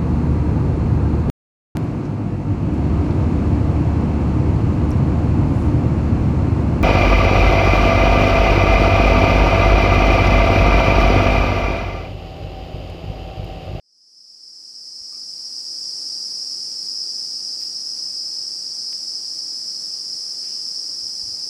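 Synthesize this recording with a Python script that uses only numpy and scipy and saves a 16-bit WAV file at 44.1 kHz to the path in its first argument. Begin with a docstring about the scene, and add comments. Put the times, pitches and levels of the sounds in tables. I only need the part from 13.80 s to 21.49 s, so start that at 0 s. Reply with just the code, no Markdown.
"""Cicadas drone in a mangrove swamp; the sound fades in over a little more than two seconds.
Each near group is a few click trains at almost the same, slowly rising pace, ringing in the insects' bodies.
Scattered singers and one close one are made the same way; the far chorus is noise in a shrill band near 5 kHz.
Underneath lie a rumble of filtered noise, small squeaks, rustles and microphone handling rumbles made of
noise bursts, one snap, and soft bumps on the microphone."""
import sys
import numpy as np
from scipy import signal
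from scipy.fft import rfft, irfft
from scipy.io import wavfile

SR = 44100
rng = np.random.default_rng(int(sys.argv[2]) if len(sys.argv) > 2 else 0)


def output_pcm(signal):
    """Save a mono or channel-first signal as 16-bit PCM at the path in sys.argv[1].

    Samples are clipped to [-1, 1] before scaling.
    """
    pcm = np.clip(np.atleast_2d(signal).T, -1, 1) * 32767
    wavfile.write(sys.argv[1], SR, np.round(pcm).astype(np.int16))


N = 339129
TIME = np.arange(N) / SR   # seconds
FREQS = np.fft.rfftfreq(N, 1 / SR)   # Hz


def from_db(db):
    """Turn decibels into a gain."""
    return 10 ** (np.asarray(db) / 20)


def rms_one(x):
    """Scale a sound to an average (rms) level of 1."""
    return x / np.sqrt(np.mean(x ** 2) + 1e-20)


def response(points):
    """Draw a gain for every frequency through a few points, silent beyond the outer ones."""
    hz, db = np.transpose(points)
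    curve_db = np.interp(np.log(FREQS + 1), np.log(hz), db, left=-np.inf, right=-np.inf)
    return from_db(curve_db)


def coloured(x, gain):
    """Give a steady sound its tone by weighting its frequencies; its rms becomes 1."""
    return rms_one(irfft(rfft(x) * gain, N))


def drift(rate):
    """Wander by chance, in straight lines between random values drawn `rate` times a second."""
    knots = rng.standard_normal(int(N / SR * rate) + 2)
    return np.interp(TIME * rate, np.arange(len(knots)), knots)


# The tone of the distant rumble and air.
# Each row: frequency in Hz, relative strength in dB.
AIR_TONE = [(20, -13), (45, -14), (80, -10.5), (125, -2.5), (190, -.5), (255, -1), (310, 2), (450, -3.5),
            (800, -8), (1500, -13), (2500, -15.5), (4000, -14.5), (9000, -24.5), (16000, -22)]


def air():
    """A distant rumble with a faint hiss above it: filtered noise that grows very slowly."""
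    start_db, rise_db_per_s = -54, 0.1731
    noise = coloured(rng.standard_normal(N), response(AIR_TONE))
    return from_db(start_db + rise_db_per_s * TIME) * noise


# Soft bumps on the microphone.
# Each row: start in seconds, top of the envelope in dB before the fade-in, pitch in Hz,
# time from the start to that top in seconds (it also sets how fast the bump dies).
MICROPHONE_BUMPS = [(1.207, -46, 65, .009), (1.335, -53, 55, .009), (4.94, -59, 55, .012),
                    (7.232, -49, 75, .008), (7.428, -43, 60, .012), (7.469, -42.5, 104, .011),
                    (7.515, -49, 85, .009)]


def bumps():
    """Each nudge swings the microphone briefly: a low sine that swells and dies."""
    out = np.zeros(N)
    for start_s, db, hz, decay_s in MICROPHONE_BUMPS:
        age = np.maximum(TIME - start_s, 0)
        swing = np.sin(2 * np.pi * hz * age)
        envelope = age / decay_s * np.exp((1 - (age / decay_s) ** 2) / 2)
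        out += from_db(db) * swing * envelope
    return out


# Small noises: squeaks, rustles and low microphone handling rumbles.
# Each row: start in seconds, level in dB before the envelope and fade-in, centre in Hz, width in Hz,
# rise in seconds, decay in seconds. Band edges outside 50 Hz to 0.45 SR are pulled in.
SMALL_NOISES = [(1.32, -53, 1205, 160, .01, 0.045), (1.325, -60, 2450, 500, .012, .035),
                (1.325, -58.5, 12500, 6000, .01, .025), (3.797, -52, 3300, 3200, 0.016, 0.033),
                (3.793, -54.5, 12500, 4500, .02, .03), (6.618, -56, 2200, 1400, .021, .06),
                (6.635, -58, 2900, 900, 0.044, 0.14), (7.18, -59, 90, 120, .054, .14),
                (7.42, -51.5, 89, 120, .06, .07), (7.36, -60, 260, 230, .32, .2)]


def small_noises():
    """Brief squeaks, rustles and low handling rumbles: a band of noise that swells and dies."""
    out = np.zeros(N)
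    for start_s, db, hz, width, rise_s, decay_s in SMALL_NOISES:
        edges = np.clip([hz - width / 2, hz + width / 2], 50, .45 * SR)
        band = signal.butter(2, edges, "band", fs=SR, output="sos")
        noise = rms_one(signal.sosfilt(band, rng.standard_normal(N)))
        age = np.maximum(TIME - start_s, 0)
        swell = np.minimum(age / rise_s, 1)
        fall = np.exp(-np.maximum(age - rise_s, 0) / decay_s)
        out += from_db(db) * noise * swell * fall
    return out


# One dry snap.
# The only row: start in seconds, peak in dB before the final low-pass.
DRY_SNAP = (5.1293, -22.8)


def snap(ring_hz=2800, quality=0.73, thud=.12, thud_hz=700):
    """A heavily damped click with a little body, as from a shrimp in the mud."""
    start_s, db = DRY_SNAP
    kick = np.arange(N) == round(start_s * SR)
    ring = signal.lfilter(*signal.iirpeak(ring_hz, quality, fs=SR), kick)
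    low_body = signal.lfilter(*signal.butter(1, thud_hz, fs=SR), kick)
    click = ring + thud * low_body
    return from_db(db) * click / np.abs(click).max()


# The main resonance of a cicada's abdomen.
# Each row: frequency in Hz, relative strength in dB.
ABDOMEN_TONE = [(3000, -45), (3800, -44.5), (4120, -33.5), (4300, -22), (4450, -16), (4750, -6),
                (4900, -2.5), (5050, -0.5), (5290, -1), (5420, -5), (5660, -6), (5980, -19), (6250, -23),
                (6550, -32)]
# The weaker resonances above it.
# Each row: frequency in Hz, strength in dB before the setting for distance.
OVERTONE_TONE = [(6000, -45), (6650, -28), (7000, -28.5), (7250, -27.5), (8250, -25.5), (8900, -31),
                 (9400, -34), (9850, -30.5), (10550, -31), (11400, -43.5), (12500, -43), (13400, -50),
                 (15500, -52)]


def cicada_body(overtones_db):
    """The body's resonances; leaves soak up treble, so overtones are set weaker with distance."""
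    return np.hypot(response(ABDOMEN_TONE), from_db(overtones_db) * response(OVERTONE_TONE))


def far_chorus():
    """Far cicadas merge into one noise, and only the body resonances remain."""
    level_db, overtones_db = -31.5, -5
    return from_db(level_db) * coloured(rng.standard_normal(N), cicada_body(overtones_db))


def clicks_at(cycles):
    """Click each time the cycle count passes a whole number, shared between two samples."""
    at = np.flatnonzero(np.diff(np.floor(cycles)) > 0)
    late = (np.floor(cycles[at + 1]) - cycles[at]) / (cycles[at + 1] - cycles[at])
    out = np.zeros(N)
    out[at], out[at + 1] = 1 - late, late
    return out


def among_trunks(x, t60=0.75, direct=0.16):
    """Countless trunks scatter the sound into a dense tail: decaying noise, cut off at half a second."""
    t = TIME[:SR // 2]
    echoes = rng.standard_normal(len(t)) * from_db(-60 * t / t60)   # t60: seconds to fall by 60 dB
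    tail = signal.fftconvolve(x, echoes / np.linalg.norm(echoes))[:N]
    return direct * x + tail


def cicada_group(rate, body, spread, count, rebound=.5):
    """Tymbals (drum skins) buckle, then spring back half a cycle later with opposite sign; rms 1."""
    wander, jitter = .0006, .002   # slow and fast unsteadiness, as shares of the pace
    sound = np.zeros(N)
    # each insect keeps its own pace, somewhere within the spread of its group
    offsets = spread * (2 * (np.arange(count) + rng.random(count)) / count - 1)
    for offset in offsets:
        own_rate = rate * (1 + offset + wander * drift(5) + jitter * drift(90))
        cycles = rng.random() + np.cumsum(own_rate) / SR
        uneven = rng.normal(0, .006)   # in cycles: the rebound is not quite halfway
        buckling = clicks_at(cycles)
        springing_back = clicks_at(cycles + .5 + uneven)
        # each has its own perch, so its own echoes
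        sound += among_trunks(buckling - rebound * springing_back)
    return coloured(sound, body)


def scattered_cicadas():
    """Singers at widely different paces fill the gaps between the groups' lines."""
    start_hz, hz_per_s, level_db, overtones_db = 245.26, 1.63, -33, 1.5
    rate = start_hz + hz_per_s * TIME
    buzz = cicada_group(rate, cicada_body(overtones_db), spread=.12, count=10, rebound=0.53)
    return from_db(level_db) * buzz


def lone_cicada():
    """One bright, close singer rises, holds for about a second and a half and dies away."""
    start_hz, hz_per_s, overtones_db = 246.5, .72, 8
    hold_from_s, hold_to_s, level_db, edge_db_per_s = 1.5, 2.94, -45, 25
    outside_s = np.abs(TIME - np.clip(TIME, hold_from_s, hold_to_s))
    rate = start_hz + hz_per_s * TIME
    buzz = cicada_group(rate, cicada_body(overtones_db), spread=0, count=1, rebound=.1)
    return from_db(level_db - edge_db_per_s * outside_s) * buzz


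# Near groups of cicadas.
# Each row: pace at the start in cycles per second, speed-up in cycles per second each second,
# spread of pace as a share, rebound strength from 0 to 1, top level in dB before the fade-in,
# loudest moment in seconds, width of the swell in seconds.
NEAR_GROUPS = [(241.1, 1.63, .0038, 0.63, -33.5, 7.34, 7.6), (250.6, 1.15, .005, 0.85, -33, 0.63, 3.5),
               (262.7, 1.03, .009, 0.83, -37, 3.8, 8.5)]


def near_groups():
    """Five insects a group click at nearly one pace, speed up steadily and follow one broad swell."""
    swell_db, overtones_db = 12, 4   # swell_db: the most a group can sink below its top level
    out, body = np.zeros(N), cicada_body(overtones_db)
    for start_hz, hz_per_s, spread, rebound, top_db, loudest_s, width_s in NEAR_GROUPS:
        arch = np.exp(-((TIME - loudest_s) / width_s) ** 2)
        rate = start_hz + hz_per_s * TIME
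        buzz = cicada_group(rate, body, spread, count=5, rebound=rebound)
        out += from_db(top_db - swell_db * (1 - arch)) * buzz
    return out


def scene():
    """The cicadas sing over the quiet swamp."""
    cicadas = near_groups() + scattered_cicadas() + lone_cicada() + far_chorus()
    return (cicadas + air() + small_noises() + snap() + bumps())[None]


def record(dry):
    """The level fades in and the highest treble is cut."""
    fade_s, fade_power, start_db, cutoff_hz = 2.256, 1.42, -37.5, 15700
    fade = np.minimum(from_db(start_db) + (TIME / fade_s) ** fade_power, 1)
    low_pass = signal.ellip(12, .1, 80, cutoff_hz, fs=SR, output="sos")
    return signal.sosfilt(low_pass, dry * fade)


dry = scene()
out = record(dry)
output_pcm(out)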